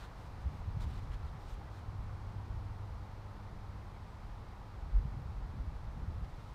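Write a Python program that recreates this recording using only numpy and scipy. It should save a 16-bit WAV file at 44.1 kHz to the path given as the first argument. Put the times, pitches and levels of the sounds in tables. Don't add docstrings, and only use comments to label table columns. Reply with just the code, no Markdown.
import sys
import numpy as np
from scipy import signal
from scipy.fft import rfft, irfft, next_fast_len
from scipy.io import wavfile
from scipy.ndimage import uniform_filter1d

SR = 44100
rng = np.random.default_rng(int(sys.argv[2]) if len(sys.argv) > 2 else 0)


def persist_wave(psi):
    counts = np.round(np.clip(psi, -1, 1) * 32767).astype(np.int16)
    wavfile.write(sys.argv[1], SR, np.atleast_2d(counts).T)


N = 288414
TIME = np.arange(N) / SR

# frequency_hz, level_db
WASH_SPECTRUM = [(20, -6), (90, 4), (200, -1), (350, -3.5), (440, -2.5), (640, -4), (840, .5), (1300, -5),
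                 (1650, -11.5), (2050, -13.5), (2900, -20), (4100, -20.5), (5200, -24), (7000, -31),
                 (15500, -41)]
# middle_s, pitch_hz, level_db, half_length_s, glide_octaves_per_s
CHIRPS = [(1.243, 1360, -59.5, .025, 0), (1.621, 800, -56.5, 0.026, 1.6), (1.675, 1950, -66, .018, 0),
          (3.959, 2270, -68, .02, -.5), (3.88, 8330, -84, 0.023, -.9), (4.025, 8020, -85, .013, -.5),
          (4.11, 7830, -83.5, .022, -.6)]
# resting_db, swell_peak_db, swell_peak_s
ENGINE_TONES = [(-60, -42, 2.48), (-69, -58, 3.48), (-72, -73, 3.35)]
# start_s, length_s, level_db
WIND_GUSTS = [(0.474, 0.6, -43.2), (2.0, 0.88, -45.5), (5.016, 0.63, -43), (6.0, 0.1, -42.8)]
# frequency_hz, level_db
RUMBLE_SPECTRUM = [(10, -24), (22, -2), (40, 1.5), (80, 0), (120, -6), (170, -14.5), (250, -32.5),
                   (400, -40.5), (900, -73)]
FLUTTER_SPECTRUM = [(50, -13.5), (150, 0.0), (260, -11.0), (500, -29.0), (1500, -66)]
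# middle_s, peak_db, pitch_hz
EDDIES = [(0.471, -27.5, 61.8), (0.616, -37, 55.85), (0.684, -30.5, 88), (0.773, -30.5, 118),
          (0.878, -33, 62), (1.035, -34.5, 98.3), (1.105, -34.5, 38), (1.154, -32.5, 50),
          (1.244, -30.5, 70.8), (1.54, -34.5, 38), (2.0, -36, 54), (2.28, -37, 44), (2.515, -34.5, 40),
          (2.92, -36, 72), (4.967, -20, 44), (5.002, -31, 88), (5.057, -32.5, 130), (5.074, -34, 48),
          (5.15, -36.5, 64), (5.38, -33, 46), (5.44, -34.5, 44), (5.612, -31.5, 49.8), (5.682, -32, 71),
          (5.765, -35.5, 48), (6.028, -33, 66), (6.085, -32, 84), (6.24, -38, 48)]
# frequency_hz, level_db
SLIDE_SPECTRUM = [(500, -11), (1800, -1.5), (3700, 2), (5500, -4), (8000, -7), (12000, -15.5), (16000, -15)]
# frequency_hz, level_db
CRUNCH_SPECTRUM = [(300, -26), (900, 7.5), (1400, 5.5), (2500, -13), (4000, -4.5), (7000, -28),
                   (16000, -42)]
# frequency_hz, level_db
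RASP_SPECTRUM = [(600, -24), (1400, 0), (2100, 0), (3000, -2), (4500, -10.5), (7000, -24), (16000, -44)]
# start_s, length_s, level_db, crunch_offset_db, rasp_offset_db
SHOE_SCUFFS = [(-.02, 0.085, -66.5, 6.5, -1), (0.157, .125, -71.5, -8, -12), (.405, .03, -72, -6, 0),
               (.5, 0.11, -76, -5, -5), (0.801, 0.05, -63, 6, -5), (0.862, 0.14, -69, 4, 1),
               (1.02, .045, -75, -2, -4), (1.113, 0.042, -70, 4, 4.5), (1.22, 0.082, -76.5, 11, -1),
               (1.394, 0.091, -71.5, -11, -12), (1.485, 0.068, -67, -18, -14), (1.713, 0.1, -73, 6, -6),
               (5.76, .012, -73, 6, 4), (6.24, .014, -72, 4, 6), (6.284, 0.26, -75.5, 1, -8)]


def gain(db):
    return 10 ** (np.asarray(db) / 20)


def normalize(sound):
    return sound / np.sqrt(np.mean(sound ** 2))


def shape_tone(sound, spectrum):
    hz, db = np.transpose(spectrum)
    size = next_fast_len(N)
    bins_hz = np.arange(size // 2 + 1) * SR / size
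    curve_db = np.interp(np.log(bins_hz + 1), np.log(hz), db)
    return normalize(irfft(rfft(sound, size) * gain(curve_db), size)[:N])


def wobble(rate_hz):
    hold = max(int(SR / rate_hz), 1)
    steps = np.repeat(rng.standard_normal(N // hold + 1), hold)
    ramps = uniform_filter1d(steps, hold)
    return normalize(uniform_filter1d(ramps, hold)[:N])


def camera_whine(pitch_hz=13175, picture_rate_hz=50, level_db=-100, fizz_db=-99):
    tone = np.sin(2 * np.pi * pitch_hz * TIME)
    partner = np.sin(2 * np.pi * (pitch_hz + picture_rate_hz) * TIME)
    fizz = wobble(500) * tone
    return gain(level_db) * (tone + partner) + gain(fizz_db) * fizz


def distant_wash(settled_db=-56, start_extra_db=1.64, settle_s=3.1, flicker_db=0.3):
    wash = shape_tone(rng.standard_normal(N), WASH_SPECTRUM)
    flicker = np.zeros(N)
    for hz in np.geomspace(500, 2000, 5):
        band = signal.butter(2, [hz / 2 ** 0.25, hz * 2 ** 0.25], "band", fs=SR, output="sos")
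        flicker += signal.sosfilt(band, wash) * (gain(flicker_db * wobble(12)) - 1)
    return (wash + flicker) * gain(settled_db + start_extra_db * np.exp(-TIME / settle_s))


def far_chirps(blur=0.014):
    out = np.zeros(N)
    for middle_s, hz, db, half_length_s, glide in CHIRPS:
        pitch_hz = hz * 2 ** (glide * (TIME - middle_s)) * (1 + blur * wobble(400))
        fade = np.exp(-((TIME - middle_s) / half_length_s) ** 2)
        out += gain(db) * fade * np.sin(2 * np.pi * np.cumsum(pitch_hz) / SR)
    return out


def far_engine(firing_hz=101.56, waver=0.0035, flicker_db=1.0, rise_db_per_s=9.5, fall_db_per_s=5.5):
    phase = 2 * np.pi * np.cumsum(firing_hz * (1 + waver * wobble(4))) / SR
    out = np.zeros(N)
    for multiple, (resting_db, peak_db, peak_s) in enumerate(ENGINE_TONES, 1):
        drop_db = np.maximum(rise_db_per_s * (peak_s - TIME), fall_db_per_s * (TIME - peak_s))
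        loudness = np.hypot(gain(resting_db), gain(peak_db - drop_db))
        flicker = gain(flicker_db * wobble(7))
        out += loudness * flicker * np.sin(multiple * phase + 2 * np.pi * rng.random())
    return out


def breeze_level_db(lull_db=-48.5, rise_s=0.17, sag_db_per_s=2, fall_s=0.3):
    power = gain(lull_db) ** 2
    for start_s, length_s, db in WIND_GUSTS:
        age_s = TIME - start_s
        rise = np.exp(np.minimum(age_s, 0) / rise_s)
        fall = np.exp(-np.maximum(age_s - length_s, 0) / fall_s)
        sag_db = sag_db_per_s * np.clip(age_s, 0, length_s)
        power = power + (rise * fall * gain(db - sag_db)) ** 2
    return 10 * np.log10(power)


def wind(rumble_wobble_db=1.0, flutter_top_db=-53.5, flutter_wobble_db=2.5):
    breeze_db = breeze_level_db()
    rumble = shape_tone(rng.standard_normal(N), RUMBLE_SPECTRUM)
    rumble *= gain(breeze_db + rumble_wobble_db * wobble(18))
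    flutter_db = flutter_top_db + 1.84 * (breeze_db - breeze_db.max())
    flutter = shape_tone(rng.standard_normal(N), FLUTTER_SPECTRUM)
    flutter *= gain(flutter_db + flutter_wobble_db * wobble(25))
    return rumble + flutter


def eddy_thumps(longest_half_cycles=1.29, db_per_doubling=19, waver=0.0785):
    out = np.zeros(N)
    strongest_db = max(db for _, db, _ in EDDIES)
    for middle_s, db, hz in EDDIES:
        half_length_s = longest_half_cycles * 2 ** ((db - strongest_db) / db_per_doubling) / hz
        cycles = np.cumsum(hz * (1 + waver * wobble(50))) / SR + rng.random()
        fade = np.exp(-((TIME - middle_s) / half_length_s) ** 2)
        out += gain(db) * fade * np.sin(2 * np.pi * cycles)
    return out


def sand_grains(clicks_per_s):
    return (rng.random(N) < clicks_per_s / SR) * rng.uniform(-0.97, 1, N)


def shoes_in_sand(fade_s=0.015, uneven_db=0.94):
    slide, press, twist = np.zeros((3, N))
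    for start_s, length_s, db, crunch_offset_db, rasp_offset_db in SHOE_SCUFFS:
        fade_in = np.clip((TIME - start_s) / fade_s + 0.5, 0, 1)
        fade_out = np.clip((start_s + length_s - TIME) / fade_s + 0.5, 0, 1)
        scuff = fade_in * fade_out * gain(db)
        slide += scuff
        press += scuff * gain(crunch_offset_db)
        twist += scuff * gain(rasp_offset_db)
    hiss = shape_tone(sand_grains(clicks_per_s=6000), SLIDE_SPECTRUM)
    crunch = shape_tone(sand_grains(clicks_per_s=2400), CRUNCH_SPECTRUM)
    rasp = shape_tone(sand_grains(clicks_per_s=2600), RASP_SPECTRUM)
    return (slide * hiss + press * crunch + twist * rasp) * gain(uneven_db * wobble(70))


def scene():
    nearby = wind() + eddy_thumps() + shoes_in_sand()
    return (nearby + far_engine() + distant_wash() + far_chirps() + camera_whine())[None]


def record(dry, cutoff_hz=15500):
    return signal.sosfilt(signal.ellip(10, 0.1, 80, cutoff_hz, fs=SR, output="sos"), dry)


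dry = scene()
out = record(dry)
persist_wave(out)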